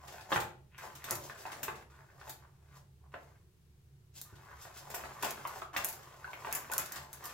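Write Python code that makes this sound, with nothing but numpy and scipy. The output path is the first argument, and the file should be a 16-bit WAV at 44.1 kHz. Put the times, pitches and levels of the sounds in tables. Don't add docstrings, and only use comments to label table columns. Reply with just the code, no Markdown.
import sys
import numpy as np
from scipy import signal
from scipy.fft import rfft, irfft
from scipy.io import wavfile

SR = 44100
rng = np.random.default_rng(int(sys.argv[2]) if len(sys.argv) > 2 else 0)


def to_wav(s):
    ch = np.atleast_2d(s).T
    pcm = np.round(np.clip(ch, -1, 1) * 32767)
    wavfile.write(sys.argv[1], SR, pcm.astype(np.int16))


N = 323253
BINS = abs(np.fft.fftfreq(2048, 1 / SR))
PITCH_HZ = 1100


# start in seconds, level in dB, place of contact from 0 (mid-shaft) to 1 (thin tip).
TICKS = [(0.078, -41.5, 0.081), (0.401, -25, 0.36), (0.7783, -38.5, 0.25), (0.9511, -34.5, 0.36),
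         (1.04, -28.5, 0.29), (1.108, -16, .9), (1.154, -24.5, 0.76), (1.516, -36, 0.053),
         (1.63, -18, 0.45), (2.294, -26, 0.55), (4.214, -26.5, 0.78), (4.901, -30, 0.46),
         (4.9441, -21, 0.46), (5.224, -20.5, 0.33), (5.2432, -22, 0.31), (5.307, -25.5, 1),
         (5.473, -29.5, 0.69), (5.7655, -22.5, 0.37), (5.779, -28, 0.67), (5.8454, -13.5, 0.76),
         (5.886, -20.5, 0.69), (5.927, -30.5, 0.7), (6.5256, -17, 0.76), (6.55, -15.5, 0.65),
         (6.716, -20.5, 0.55), (6.7352, -20.5, 0.89), (6.78, -12, 0.85), (6.8602, -31.5, 0.87),
         (6.921, -24, 0.73), (6.957, -30, 0.25), (7.1292, -27.5, 0.66), (7.24, -29.5, 0.48),
         (7.2552, -25, 0.71)]
# frequency in Hz, level in dB.
SNAP_SPECTRUM = [(1600, -28), (2900, -7), (7300, -1), (8700, -9), (11000, -3), (15000, -4), (16200, -14)]
CRACK_SPECTRUM = [(100, -13), (260, 1), (400, -8), (1400, 1.5), (3000, -1.5), (6500, -4.5), (14000, -15.5)]

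def ticks(slip_s=0.0009, buzz_s=0.00041, hidden_db=-28, ring_hz=(17000, 10800)):
    direct, spread = np.zeros(N), np.zeros(N)
    for s, db, place in TICKS + stray_clicks():
        tip = np.clip(place, 0, 1)
        low_edge_hz = 15450 * amp(db) ** 0.69
        thin_db = -10 * np.log10(1 + (low_edge_hz / np.maximum(BINS, PITCH_HZ)) ** 4)
        ring_db = 6 * resonance(np.interp(tip, (0, 1), ring_hz), width=.13)
        snap_db = read(SNAP_SPECTRUM, BINS) + thin_db + ring_db + ripple(depth_db=2, count=24)
        crack_db = read(CRACK_SPECTRUM, BINS) + ripple(depth_db=1.2, count=70)
        snap = tip * amp(db + 8) * impulse(snap_db)
        crack = (1 - 0.98 * tip) * amp(db + 6) * impulse(crack_db)
        buzz = rfft(rng.standard_normal(256) * np.exp(-np.arange(256) / SR / buzz_s))
        tick = signal.fftconvolve(snap + crack, irfft(buzz / abs(buzz)))
        direct_db = hidden_db * (1 - min(tip / 0.81, 1))
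        add(direct, s + slip_s, tick * amp(direct_db / 2 + 2))
        add(spread, s + slip_s, tick * amp(-direct_db / 2))
    return direct, spread


def stray_clicks(above_effort_db=9, spread_db=4, count=80):
    when, size, place = rng.random((count, 3)).T
    effort_db = 20 * np.log10(effort()[(when * N).astype(int)] + 1e-9)
    click_db = effort_db + above_effort_db + spread_db * np.log(size + 0.11)
    return list(zip(when * N / SR, click_db, place / 2))


# start in seconds, level in dB, pitch in Hz, height of the resonance in dB.
KNOCKS = [(0.318, -11.5, 1060, 7), (0.324, -15, 2210, -2), (0.3595, -11.5, 1480, 3.5),
          (0.377, -20, 1260, 8), (1.109, -25.5, 1600, 2.5), (1.297, -26.5, 1560, 13), (1.453, -23, 940, 13),
          (1.681, -18.5, 1340, 3), (2.212, -32.5, 1500, 14), (3.14, -27, 895, -4.5),
          (4.652, -31.5, 710, 12), (4.94, -25, 800, 4), (5.037, -28, 940, -2), (5.2329, -17, 900, 8),
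          (5.451, -20, 1060, 14.5), (5.6191, -21, 1210, 18.5), (5.74, -26, 1110, 14),
          (5.7637, -15.5, 2850, 0), (6.243, -22.5, 1535, 31), (6.276, -26.5, 995, 26),
          (6.332, -26.5, 2220, 15), (6.447, -21.5, 1000, 10.5), (6.471, -21, 910, 8),
          (6.525, -26.5, 2320, 19), (6.698, -24, 950, 15), (6.721, -23.5, 1450, 33), (6.738, -25, 1070, 18),
          (6.789, -21, 1380, 10)]

def knocks(level_db=4, slip_s=0.000959, soft_hz=4500, chatter_db=-12, chatter_s=0.0044, scuff_s=0.0026):
    out, age = np.zeros(N), np.arange(2048) / SR / scuff_s
    for s, db, hz, ring_db in KNOCKS:
        gain = amp(db + level_db)
        cushion_db = -10 * np.log10(1 + (BINS / soft_hz) ** 4 * (PITCH_HZ / hz) ** 2)
        overtone_db = .8 * ring_db * resonance(2.76 * hz, width=.1)
        clack_db = shaft(hz, ring_db, width=.18) + overtone_db + ripple(depth_db=1.5, count=60)
        add(out, s + slip_s, gain * impulse(clack_db + cushion_db))
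        dull_knock = gain * impulse(shaft(hz, ring_db / 2, width=.17) + cushion_db)
        grit = rng.standard_normal(len(age)) * age * np.exp(-age)
        scuff = signal.fftconvolve(dull_knock, grit / np.linalg.norm(grit))
        add(out, s - slip_s, amp(-ring_db / 2) * scuff)
        for delay in rng.exponential(chatter_s, size=3):
            add(out, s + slip_s + delay, amp(chatter_db) * rng.choice([-1, 1]) * dull_knock)
    return out


# frequency in Hz, level in dB.
SHAFT_SPECTRUM = [(60, -11.5), (300, -9), (780, -1), (1900, -5.5), (3200, -16.5), (6000, -33.5),
                  (14000, -37.5)]

def shaft(hz, ring_db, width):
    return read(SHAFT_SPECTRUM, BINS * (PITCH_HZ / hz) ** 0.51) + ring_db * resonance(hz, width)


# time in seconds, effort in dB.
GRABS = [
    [(0, -60), (.13, -49.5), (.28, -59.5), (.32, -35.5), (.38, -60), (.43, -94.5)],
    [(.76, -70), (.84, -44.5), (.93, -59.5), (1.04, -56), (1.12, -37.5), (1.19, -52.5), (1.37, -55),
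     (1.52, -50), (1.83, -58.5)],
    [(1.9, -62.5), (2.14, -68), (2.29, -49), (2.35, -70), (2.6, -78), (2.78, -60), (2.84, -83)],
    [(3.12, -65), (3.31, -67), (3.42, -82)],
    [(4.25, -64), (4.84, -55), (4.96, -48.5), (5.19, -53), (5.26, -40), (5.34, -52.5), (5.58, -46.5),
     (5.69, -69)],
    [(5.73, -50), (5.79, -41), (5.92, -54), (6.21, -57.5), (6.42, -52), (6.55, -46), (6.67, -54.5),
     (6.76, -45), (6.88, -53.5), (6.97, -46.5), (7.06, -59.5), (7.19, -58), (7.25, -46), (7.34, -52)],
]

def effort():
    t = np.arange(N) / SR
    return sum(amp(np.interp(t, *np.transpose(grab), left=-np.inf, right=-np.inf)) for grab in GRABS)


def scraping(level_db=-4, scatter_octaves=0.42, count=120, size=8192):
    out, step_s = np.zeros(N + size), N / SR / count
    swell = np.cos(np.pi / 2 * np.minimum(abs(np.arange(size) / SR / step_s - 1), 1))
    for k in range(count + 1):
        hz = PITCH_HZ * 2 ** (scatter_octaves * np.clip(rng.standard_normal(), -2, 2))
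        colour_db = shaft(hz, ring_db=7, width=.22) + ripple(depth_db=2, count=110)
        add(out, k * step_s, swell * friction(colour_db, catches_per_s=450, uneven_db=4, size=size))
    return amp(level_db) * effort() * out[round(step_s * SR):][:N]


# middle in seconds, level in dB.
BRUSHES = [(.36, -40.5), (1.249, -47), (1.41, -51), (2.771, -64), (4.179, -43.5), (4.627, -49),
           (4.777, -48)]
# frequency in Hz, level in dB.
HISS_SPECTRUM = [(2000, -12), (2800, -6.5), (7600, -2.5), (9000, -10.5), (12000, -3), (16000, -11)]

def hissing(stir_db=-10, brush_db=-7, brush_s=0.025):
    t = np.arange(N) / SR
    brushed = sum(amp(db + brush_db) * np.exp(-((t - s) / brush_s) ** 2) for s, db in BRUSHES)
    hiss = friction(read(HISS_SPECTRUM, BINS), catches_per_s=2500, uneven_db=4.5, size=N)
    return (amp(stir_db) * effort() + brushed) * hiss


# middle in seconds, level in dB, pitch in Hz.
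RUBS = [(0.752, -57, 2350), (.81, -46.5, 1880), (1.99, -57, 1430), (2.111, -61.5, 1570),
        (2.444, -59.5, 1220), (2.75, -65.5, 1390), (3.051, -66, 976), (4.51, -47.5, 1320)]

def rubbing(level_db=-5, stroke_s=0.029, size=8192):
    out, t = np.zeros(N), (np.arange(size) - size / 2) / SR
    swell = np.exp(-(t / stroke_s) ** 2)
    for s, db, hz in RUBS:
        rub = friction(shaft(hz, ring_db=15, width=.54), catches_per_s=500, uneven_db=5, size=size)
        add(out, s + t[0], amp(db + level_db) * swell * rub)
    return out


def friction(colour_db, catches_per_s, uneven_db, size):
    strength = amp(uneven_db * np.minimum(rng.exponential(1, size), 3)) * rng.choice([-1, 1], size)
    catches = strength * (rng.random(size) < catches_per_s / SR)
    return unit(signal.fftconvolve(catches, impulse(colour_db))[:size])


# start in seconds, level in dB.
BUMPS = [(0.361, -33), (1.111, -36), (4.326, -45)]
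# frequency in Hz, level in dB.
BUMP_SPECTRUM = [(30, -17), (70, -1), (130, 6), (220, -6), (370, -2.5), (900, -38.5), (4000, -81)]

def bowl_bumps(level_db=17):
    out, bump = np.zeros(N), impulse(read(BUMP_SPECTRUM, BINS))
    for s, db in BUMPS:
        add(out, s, amp(db + level_db) * bump)
    return out


def near_paths(x, left_lead_s, wall_s=0.0016, wall_db=-10):
    out, hz = np.zeros((2, N)), np.fft.rfftfreq(N, 1 / SR)
    for channel, lag in zip(out, (0, left_lead_s)):
        add(channel, 0, irfft(rfft(x) * np.exp(-2j * np.pi * lag * hz), N))
        add(channel, wall_s * rng.uniform(1, 2.5), amp(wall_db) * x)
    return out


# frequency in Hz, level in dB.
ROOM_MODES = [(353, 11), (385, 2), (622, -7), (708, 1.5), (793, 2), (866, 11.5)]
# frequency in Hz, seconds to fall by 60 dB.
ROOM_T60 = [(300, 0.6), (1000, 0.34), (2800, 0.35), (14000, 0.23)]

def room(x, echo_db=2, modes_db=-17, poses_per_s=20, poses=6):
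    t, waves = np.arange(SR) / SR, 0
    for hz, db in ROOM_MODES:
        mic_phase = np.arccos(read(COHERENCE, hz)) * np.array([[0], [rng.choice([-1, 1])]])
        decay = amp(db - 60 * t / read(ROOM_T60, hz))
        waves = waves + decay * np.sin(2 * np.pi * (hz * t + rng.random()) + mic_phase)
    out = signal.oaconvolve(x[None], amp(modes_db) * unit(waves), axes=1)[:, :N]
    pose = np.arange(N) / SR * poses_per_s
    for k in range(poses):
        share = np.cos(np.pi / 2 * np.minimum(abs((pose + k) % poses - poses / 2), 1))
        out += signal.oaconvolve((x * share)[None], amp(echo_db) * echoes(), axes=1)[:, :N]
    return out / np.sqrt(SR)


def echoes(early_db=4, early_s=0.012, onset_s=0.00073):
    t = np.arange(SR) / SR
    hz, frame_s, frames = signal.stft(diffuse_noise(SR), SR)
    decay = amp(-60 * frame_s / read(ROOM_T60, hz)[:, None])
    tail = signal.istft(frames * decay, SR)[1][:, :SR]
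    onset = 1 - np.exp(-(t / onset_s) ** 2)
    return unit(tail * onset * amp(early_db * np.exp(-t / early_s)))


# frequency in Hz, coherence from 0 to 1.
COHERENCE = [(60, 0.98), (400, 0.71), (1000, 0.23), (2000, 0.012)]

def diffuse_noise(size):
    a, b = rng.standard_normal((2, size))
    coherence = read(COHERENCE, np.fft.rfftfreq(size, 1 / SR))
    mid = rfft(a) * np.sqrt((1 + coherence) / 2)
    side = rfft(b) * np.sqrt((1 - coherence) / 2)
    return irfft(np.array([mid + side, mid - side]), size)


def thin_bass(x, null_hz=260, null_db=-9, null_width=0.041, low_hz=55):
    hz = np.fft.rfftfreq(N, 1 / SR)
    notch_db = null_db / (1 + ((hz / null_hz - 1) / null_width) ** 2)
    notched = irfft(rfft(x) * amp(notch_db), N)
    return signal.sosfilt(signal.butter(2, low_hz, "high", fs=SR, output="sos"), notched)


# frequency in Hz, level in dB.
AIR_SPECTRUM = [(20, -15.5), (70, -19), (104, -3.5), (138, -17.5), (168, -12), (255, -31), (377, -19),
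                (542, -34), (16000, -44)]
# centre in Hz, half-width in Hz, level in dB.
HUM_BANDS = [(72, 8, -66), (135, 9, -65)]

def room_tone(air_db=-66):
    hz, hum = np.fft.rfftfreq(N, 1 / SR), 0
    air = irfft(rfft(diffuse_noise(N)) * amp(read(AIR_SPECTRUM, hz)), N)
    for centre, width, db in HUM_BANDS:
        band = rfft(rng.standard_normal(N)) / (1 + ((hz - centre) / width) ** 4)
        hum = hum + amp(db) * unit(irfft(band, N))
    return amp(air_db) * unit(air) + hum


def ripple(depth_db, count):
    return depth_db * np.interp(BINS, np.linspace(0, SR / 2, count), rng.standard_normal(count))


def resonance(hz, width):
    return 1 / (1 + ((BINS / hz - 1) / width) ** 2)


def impulse(db):
    minimum_phase = np.exp(np.conj(signal.hilbert(np.log(amp(db)))))
    response = np.fft.ifft(minimum_phase).real[:len(db) // 2]
    return response / np.linalg.norm(response)


def amp(db):
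    return 10 ** (np.asarray(db) / 20)


def unit(x):
    return x / np.sqrt(np.mean(x ** 2) + 1e-20)


def read(points, hz):
    f, value = np.transpose(points)
    return np.interp(np.log(hz + 1), np.log(f + 1), value)


def add(mix, s, sound):
    part = mix[max(round(s * SR), 0):][:len(sound)]
    part += sound[:len(part)]


def scene(blow_room_db=1, slide_room_db=-3):
    ticks_direct, ticks_spread = ticks()
    blows = knocks() + bowl_bumps()
    slides = hissing() + scraping() + rubbing()
    near = near_paths(ticks_direct, left_lead_s=.5 / SR) + near_paths(blows + slides, left_lead_s=2 / SR)
    reverberation = room(ticks_spread + amp(blow_room_db) * blows + amp(slide_room_db) * slides)
    return thin_bass(near + reverberation) + room_tone()


# frequency in Hz, left minus right in dB.
MIC_TILT = [(150, -1.2), (500, 0.8), (1300, 0), (4500, 3.5), (9500, -0.5)]

def record(dry, top_hz=16100):
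    tilt_db = read(MIC_TILT, np.fft.rfftfreq(N, 1 / SR)) * np.array([[.5], [-.5]])
    coloured = irfft(rfft(dry) * amp(tilt_db), N)
    lowpass = signal.firwin(255, top_hz, window=("kaiser", 8), fs=SR)
    return signal.oaconvolve(coloured, lowpass[None], "same")


dry = scene()
out = record(dry)
to_wav(out)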